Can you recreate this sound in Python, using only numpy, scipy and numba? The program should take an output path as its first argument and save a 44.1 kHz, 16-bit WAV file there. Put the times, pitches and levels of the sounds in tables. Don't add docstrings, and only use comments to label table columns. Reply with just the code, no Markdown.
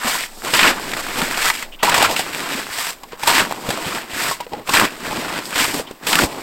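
import sys
import numpy as np
from scipy import signal
from scipy.fft import rfft, irfft
from scipy.io import wavfile
from scipy.ndimage import uniform_filter1d
from numba import njit

SR = 44100
rng = np.random.default_rng(int(sys.argv[2]) if len(sys.argv) > 2 else 0)


def unload_audio(sound):
    columns = np.transpose(np.atleast_2d(sound))
    steps = np.round(np.clip(columns, -1, 1) * 32767)
    wavfile.write(sys.argv[1], SR, steps.astype(np.int16))


N = 283122

# frequency in Hz, gain in dB.
CRACKLE_COLOUR = [(300, -48.5), (700, 2), (1000, 2.5), (1600, -1.5), (2500, -2.5), (3500, -9),
                  (5000, -11.5), (7000, -16.5), (12000, -58.5)]
# frequency in Hz, gain in dB.
PACKING_COLOUR = [(40, -22), (120, -7), (200, -2), (290, 0), (420, -5), (650, -7.5), (900, -7), (1500, -28),
                  (3000, -48)]
# frequency in Hz, gain in dB.
POWDER_COLOUR = [(1500, -45), (3500, -4), (5000, -1), (8000, -1.5), (12000, -2), (16000, -6.5)]


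def undb(db):
    return 10 ** (np.asarray(db) / 20)


def unit(x):
    return x / np.sqrt(np.mean(x ** 2))


def colour(x, points, size=4096):
    hz, db = np.transpose(points)
    bin_hz = np.arange(size // 2 + 1) * SR / size
    log_gain = np.interp(np.log(bin_hz + 1), np.log(hz), db) * np.log(10) / 20
    cepstrum = irfft(log_gain)
    cepstrum[1:size // 2] *= 2
    cepstrum[size // 2 + 1:] = 0
    impulse = irfft(np.exp(rfft(cepstrum)))
    return signal.fftconvolve(x, impulse)[:N]


def walk(rate):
    hold = max(int(SR / rate), 2)
    steps = np.repeat(rng.standard_normal(N // hold + 1), hold)
    return unit(uniform_filter1d(steps, hold)[:N])


def ring(x, hz, t60):
    pole = np.exp(2j * np.pi * hz / SR - np.log(1000) / (t60 * SR))
    return signal.lfilter([1], [1, -pole], x).imag


def add(out, s, piece, db):
    i = int(s * SR)
    piece = piece[:N - i]
    out[i:i + len(piece)] += undb(db) * piece / np.max(np.abs(piece))


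def air():
    # time in seconds, level in dB around which it flutters.
    gusts = [(0.0, -40), (0.61, -31), (0.7, -33), (1.43, -28), (1.77, -30), (2.27, -52), (2.73, -39),
             (2.98, -31), (3.7, -49), (3.97, -47), (4.76, -33), (5.35, -55), (6.13, -42), (6.42, -69)]
    # frequency in Hz, gain in dB.
    wind_colour = [(10, -2), (18, 18.5), (30, -22), (45, -7), (70, -21), (110, -32), (300, -68)]
    # frequency in Hz, gain in dB.
    hiss_colour = [(60, -9), (200, 10), (500, 12.5), (1200, 3.5), (2500, -25), (6000, -20), (16000, 4.5)]
    hiss_db, flutter_db, flutter_per_s = -46.5, 2.3, 3.4
    s, gust_db = np.transpose(gusts)
    wind_db = np.interp(np.arange(N) / SR, s, gust_db) + flutter_db * walk(flutter_per_s)
    rumble = unit(colour(rng.standard_normal(N), wind_colour, size=16384))
    hiss = unit(colour(rng.standard_normal(N), hiss_colour))
    return undb(wind_db) * rumble + undb(hiss_db) * hiss


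def brushes():
    # start in seconds, stop in seconds, level in dB, resonance in Hz.
    scrapes = [(1.718, 1.759, -41.5, 3000), (1.787, 1.825, -42, 3000), (5.865, 5.889, -41, 3200)]
    t60_s, edge_s = 0.0024, 0.006
    out, t, friction = np.zeros(N), np.arange(N) / SR, rng.standard_normal(N)
    for start, stop, db, hz in scrapes:
        fade = np.clip(np.minimum(t - start, stop - t) / edge_s, 0, 1)
        scrape = unit(ring(ring(friction, hz, t60_s), hz, t60_s))
        out += undb(db) * fade * scrape
    return out


def thuds():
    # time in seconds, peak in dB, pitch in Hz.
    landings = [(0.048, -15, 242), (1.089, -26, 248), (1.219, -12, 247), (1.982, -18, 149),
                (2.069, -19, 100), (2.549, -18.5, 248), (2.699, -32, 40), (3.411, -16, 241),
                (3.685, -10, 169), (3.862, -17, 170), (4.131, -25, 51), (4.287, -24, 131),
                (4.709, -19, 230), (4.829, -9, 212), (5.074, -15, 267), (5.1, -23, 79), (5.179, -13.5, 242),
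                (6.22, -20, 250), (6.237, -10.5, 64)]
    push_s, t60_s = 0.008, 0.039
    out, t = np.zeros(N), np.arange(9000) / SR
    for s, db, hz in landings:
        push = rng.standard_normal(len(t)) * np.exp(-t / push_s)
        add(out, s, ring(push, hz, t60_s), db)
    return out


def blade(force, spot_hz, slope_db, least_db):
    # frequency in Hz, level in dB, 60 dB decay in seconds.
    modes = [(487, -3, 0.063), (574, -3, 0.041), (655, 9, 0.012), (831, 8, 0.058), (967, 4.5, 0.076),
             (1081, 1.5, 0.059), (1207, -1.5, 0.019), (1510, -11, 0.013), (1800, -2, 0.023),
             (2000, 4, 0.031), (2470, -4.5, 0.021), (2770, -28, 0.01), (3240, -30, 0.055),
             (4920, -23, 0.025)]
    out = np.zeros(len(force))
    for hz, db, t60 in modes:
        spot_db = max(slope_db * abs(np.log2(hz / spot_hz)), least_db)
        out += undb(db + spot_db) * ring(force, hz, t60)
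    return out


def knocks():
    # time in seconds, peak of the ringing in dB, favoured pitch in Hz.
    strikes = [(0.459, -13, 1060), (0.535, -8.5, 960), (1.831, -3.5, 980), (1.831, -11, 3140),
               (1.848, -10, 520), (1.878, -5.5, 970), (3.034, -29, 1030), (3.12, -26, 1010),
               (3.131, -16.5, 480), (3.232, -20, 785), (3.275, -14, 1290), (3.283, -10, 970),
               (4.312, -9.5, 1120), (4.403, -14.5, 960), (4.466, -22, 503), (4.519, -26, 536),
               (4.534, -17.5, 473), (4.534, -15, 815), (4.596, -25, 490), (4.689, -11.5, 1160),
               (4.736, -9.5, 1000), (6.076, -19, 980)]
    push_s, contact_db = 0.0032, -14
    out, t = np.zeros(N), np.arange(6000) / SR
    for s, db, spot_hz in strikes:
        push = rng.standard_normal(len(t)) * np.exp(-t / push_s)
        add(out, s, blade(push, spot_hz, -43, -24.0), db)
        add(out, s, colour(push, CRACKLE_COLOUR), db + contact_db)
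    return out


def ticks():
    # time in seconds, peak in dB, resonance in Hz.
    crust_snaps = [(0.421, -17.5, 1460), (0.798, -14.5, 759), (0.841, -28, 2090), (0.968, -8, 1500),
                   (1.067, -9.5, 1210), (1.312, -8, 1800), (1.379, -7, 912), (1.506, -4, 2210),
                   (1.688, -29, 676), (2.235, -23, 1880), (2.265, -12.5, 940), (2.348, -8.5, 2380),
                   (2.505, -9, 1730), (2.668, -15, 1320), (2.692, -18.5, 740), (3.175, -31, 1660),
                   (3.382, 1.5, 1580), (3.451, -9, 1510), (3.471, -15, 810), (3.511, -8, 740),
                   (3.524, -5, 960), (3.667, -15, 1330), (3.775, -9, 1050), (4.798, 5, 1660),
                   (4.814, 1, 1100), (4.823, -2.5, 910), (4.886, -17, 1760), (5.068, -11, 1020),
                   (5.13, -15, 1180), (5.456, -13, 5000), (5.653, -5.5, 2200), (5.911, -14, 400),
                   (6.155, 10, 2720), (6.198, -5, 1410)]
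    spray_db, spray_t60_s = -18, 0.018
    out, t = np.zeros(N), np.arange(1024) / SR
    for s, db, hz in crust_snaps:
        swing = np.sin(2 * np.pi * hz * t) * np.exp(-t * hz / .8)
        spray = rng.standard_normal(len(t)) * undb(-60 * t / spray_t60_s)
        add(out, s, swing + undb(spray_db) * spray, db)
    return out


def cracks():
    # time in seconds, burst level in dB, resonance in Hz.
    lumps = [(0.235, -10.5, 1980), (0.46, -9, 1090), (0.537, -1, 2550), (0.591, 2, 2230), (0.612, 0, 2500),
             (0.629, 0.5, 2600), (0.695, -11, 2070), (0.934, -8.5, 2070), (1.216, -3.5, 1610),
             (1.439, -16, 1910), (1.499, 0.5, 2010), (1.55, -13, 2060), (1.624, -11, 2180),
             (1.831, 2.5, 1000), (1.894, 3.5, 990), (1.942, 1.5, 1380), (1.978, 3, 1020), (2.024, 6.5, 795),
             (2.046, -1.5, 1490), (2.109, -3.5, 850), (2.162, -5, 3000), (2.192, 1, 740),
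             (3.033, -14.5, 1070), (3.12, -22, 1500), (3.232, -1, 910), (3.274, 6.5, 990),
             (3.311, -15, 1040), (3.689, -3.5, 474), (3.703, -3, 780), (4.405, -10, 950), (4.533, -21, 800),
             (4.673, -15.5, 2460), (4.692, 0, 1090), (4.737, -1, 1650), (4.769, 0, 2040), (4.849, -4, 1560),
             (5.557, -2.5, 1380), (5.617, -6.5, 1980), (5.643, -5, 980), (5.742, -9, 1050),
             (6.068, -23, 2390), (6.129, 0, 2660), (6.188, 5.5, 1430), (6.217, -1, 590)]
    rise_s, t60_s, ring_cycles = 0.00097, 0.036, 9.9
    splinters, body, t = np.zeros(N), np.zeros(N), np.arange(4096) / SR
    for s, db, hz in lumps:
        noise = rng.standard_normal(len(t))
        rough = noise * np.abs(noise[::-1])
        burst = rough * (1 - np.exp(-t / rise_s)) * undb(-60 * t / t60_s)
        add(splinters, s, burst, db)
        add(body, s, ring(burst, hz, ring_cycles / hz), db)
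    bright = undb(4.0) * colour(splinters, CRACKLE_COLOUR)
    airy = undb(-5.0) * colour(splinters, POWDER_COLOUR)
    dull = undb(-29.0) * colour(splinters, PACKING_COLOUR)
    return bright + airy + dull + undb(-9.0) * body


def breaking(per_s, spread_db, swarm_db, bed_db):
    struck = rng.random(N) < per_s / SR
    size = undb(spread_db * np.minimum(rng.exponential(size=N), 6))
    snaps = struck * size * rng.standard_normal(N)
    swarms = undb(swarm_db * (walk(35) + walk(130)))
    return unit(swarms * (unit(snaps) + undb(bed_db) * rng.standard_normal(N)))


@njit
def chips(start, hz, cycles, size, count):
    out = np.zeros(count)
    for k in range(len(start)):
        swing = size[k] + 0j
        pole = np.exp((2j * np.pi - 1 / cycles[k]) * hz[k] / SR)
        stop = min(start[k] + int(6 * cycles[k] * SR / hz[k]), count)
        for i in range(start[k], stop):
            out[i] += swing.imag
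            swing *= pole
    return out


def crunch(centre_hz, per_s, octaves, cycles, spread_db):
    start = np.flatnonzero(rng.random(N) < per_s / SR * undb(4.0 * walk(60)))
    count = len(start)
    scatter = 2 ** (octaves * rng.standard_normal(count))
    drift = 2 ** (0.298 * walk(30))
    hz = np.clip((centre_hz * drift)[start] * scatter, 120, 9000)
    length = cycles * (.5 + rng.random(count))
    size = undb(spread_db * rng.exponential(size=count))
    return unit(chips(start, hz, length, size, N))


def movement(times, dbs, hz, pack_db, powder_db, kind):
    rise, fall, pack_change_db, powder_change_db = kind
    t = np.arange(N) / SR
    before, after = np.clip(times[0] - t, 0, 1), np.clip(t - times[-1], 0, 1)
    db = np.interp(t, times, dbs) - rise * before - fall * after
    along = np.interp(t, [times[0], times[-1]], [-.5, .5])
    power = undb(2 * db)
    pack_ratio = undb(2 * (pack_db + pack_change_db * along))
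    powder_ratio = undb(2 * (powder_db + powder_change_db * along))
    return power * np.array([np.ones(N), pack_ratio, powder_ratio, np.full(N, np.log(hz))])


def work():
    # start in seconds, stop in seconds, crackle at start in dB, crackle
    # at stop in dB, pitch of the pieces in Hz, mid-movement packing and powder in dB relative to crackle.
    cuts = [(0.537, 0.703, -14, -13.5, 1960, -10.5, -8), (1.831, 1.93, -15, -20, 990, -10.5, -8),
            (1.943, 2.055, -15, -14.5, 1680, -14.5, -6), (2.163, 2.208, -21.5, -24, 1990, -12.5, -3),
            (3.274, 3.412, -13, -16.5, 1357, -12.5, -6), (4.738, 4.858, -11.5, -19, 1454, -8.5, -7),
            (6.069, 6.24, -20.5, -19, 1630, -3, -2.5)]
    scoops = [(0.75, 0.98, -32.5, -27.5, 1610, -2, -4.5), (1.0, 1.14, -31, -27, 1400, -6.5, -5.5),
              (1.18, 1.33, -23.5, -27.5, 1470, 0, -3.5), (2.23, 2.6, -32, -24.5, 1520, -5.5, -5.5),
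              (3.46, 3.53, -30.5, -32, 1040, -1.5, -6.5), (3.57, 3.67, -36, -35, 1060, 0.5, -3),
              (3.69, 3.98, -29.5, -27, 1230, -2, -5.5), (4.915, 4.95, -33.5, -36, 1100, -0.5, -4.5),
              (5.05, 5.39, -28.5, -25, 1205, -1.5, -7.5), (6.27, 6.42, -35, -33.5, 1320, 2.5, -5.5)]
    grazes = [(0.3, 0.41, -51, -43, 1390, -8, 4), (0.44, 0.53, -29.5, -25, 1320, -3.5, -2),
              (1.54, 1.635, -28.5, -33, 1790, -11, -1.5), (1.8, 1.828, -37, -43, 1100, -16, -17),
              (2.095, 2.15, -24, -25, 1200, -2, -7), (3.122, 3.15, -36, -41.5, 1010, -8, -23),
              (3.195, 3.27, -37, -26.5, 1580, -10, -1), (4.4, 4.43, -39, -38.5, 950, -6, -17),
              (4.525, 4.63, -37.5, -44, 890, 7.5, -13), (4.675, 4.735, -33.5, -18.5, 1350, -3.5, -1.5),
              (4.97, 5.03, -40, -41, 1100, 0, -4), (5.455, 5.5, -39.5, -37, 1500, 4.5, 4.5),
              (5.675, 5.73, -27.5, -28.5, 1590, -1, -1), (5.742, 5.808, -28, -30.5, 1210, 5.5, 0.5),
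              (5.84, 5.92, -42, -41, 1080, 0.5, -17), (6.03, 6.066, -37, -32, 1490, 3, -5.5)]
    # start, peak and stop in seconds, crackle at peak in dB,
    # crackle at stop in dB, pitch in Hz, mid-movement packing and powder in dB relative to crackle.
    throws = [(0.0, 0.081, 0.25, -18.5, -29.5, 1940, -17, -3),
              (1.314, 1.467, 1.495, -17, -21.5, 1770, -20, -3),
              (2.66, 2.789, 2.9, -23.5, -28.5, 1780, -29, -2),
              (4.098, 4.212, 4.325, -20.5, -25, 1626, -8.5, -3.5),
              (5.525, 5.595, 5.655, -16.5, -19.5, 1700, -10, -3.5)]
    # crackle in dB, pitch in Hz, packing and powder
    # halfway through in dB relative to crackle.
    trickle = (-50.5, 1298, 4, -1.5)
    cut, scoop, graze, throw = (4000, 422, 14, -5), (247, 197, -3, -0.5), (900, 500, -1, -2.5), (296, 340, -4, 4)
    swell_db = 13
    total = movement([0, N / SR], [trickle[0]] * 2, *trickle[1:], scoop)
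    for rows, kind in ((cuts, cut), (scoops, scoop), (grazes, graze)):
        for start, stop, start_db, stop_db, *tone in rows:
            total += movement([start, stop], [start_db, stop_db], *tone, kind)
    for start, peak, stop, peak_db, stop_db, *tone in throws:
        total += movement([start, peak, stop], [peak_db - swell_db, peak_db, stop_db], *tone, throw)
    crackle_gain, pack_gain, powder_gain = np.sqrt(total[:3])
    return crackle_gain, pack_gain, powder_gain, np.exp(total[3] / total[0])


def snow():
    crackle_gain, pack_gain, powder_gain, centre_hz = work()
    snaps = breaking(2500, 2.88, 1.37, 0.54)
    lumps = breaking(800, 2.27, 2.0, -0.35) + .5 * snaps
    grains = breaking(6000, 2.2, 1.47, 1.8) + 0.9 * snaps
    pieces = crunch(centre_hz, 1500, 0.377, 3.44, 2.15)
    crackle = undb(-2.5) * unit(colour(snaps, CRACKLE_COLOUR)) + undb(-3.5) * pieces
    ringing = undb(-9.5) * unit(blade(snaps, 1160, -26, -13.5))
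    hollow = crunch(np.full(N, 290.), 250, 0.25, 1.26, 2.9)
    packing = unit(colour(lumps, PACKING_COLOUR)) + undb(-6.5) * hollow
    powder = unit(colour(grains, POWDER_COLOUR))
    return crackle_gain * (crackle + ringing) + pack_gain * packing + powder_gain * powder


def scene():
    mono = air() + brushes() + thuds() + knocks() + ticks() + cracks() + snow()
    return np.array([mono, mono])


def record(dry):
    # frequency in Hz, gain in dB.
    mic_colour = [(25, -10), (5000, 4.5), (6300, -2), (8100, 5.5), (9800, -7), (12600, -1), (16000, -6)]
    ceiling, top_hz = 1.05, 15900
    heard = np.array([colour(channel, mic_colour) for channel in dry])
    rounded = heard / (1 + np.abs(heard / ceiling) ** 4) ** (1 / 4)
    top_cut = signal.ellip(12, .2, 95, top_hz, fs=SR, output="sos")
    return signal.sosfilt(top_cut, rounded)


dry = scene()
out = record(dry)
unload_audio(out)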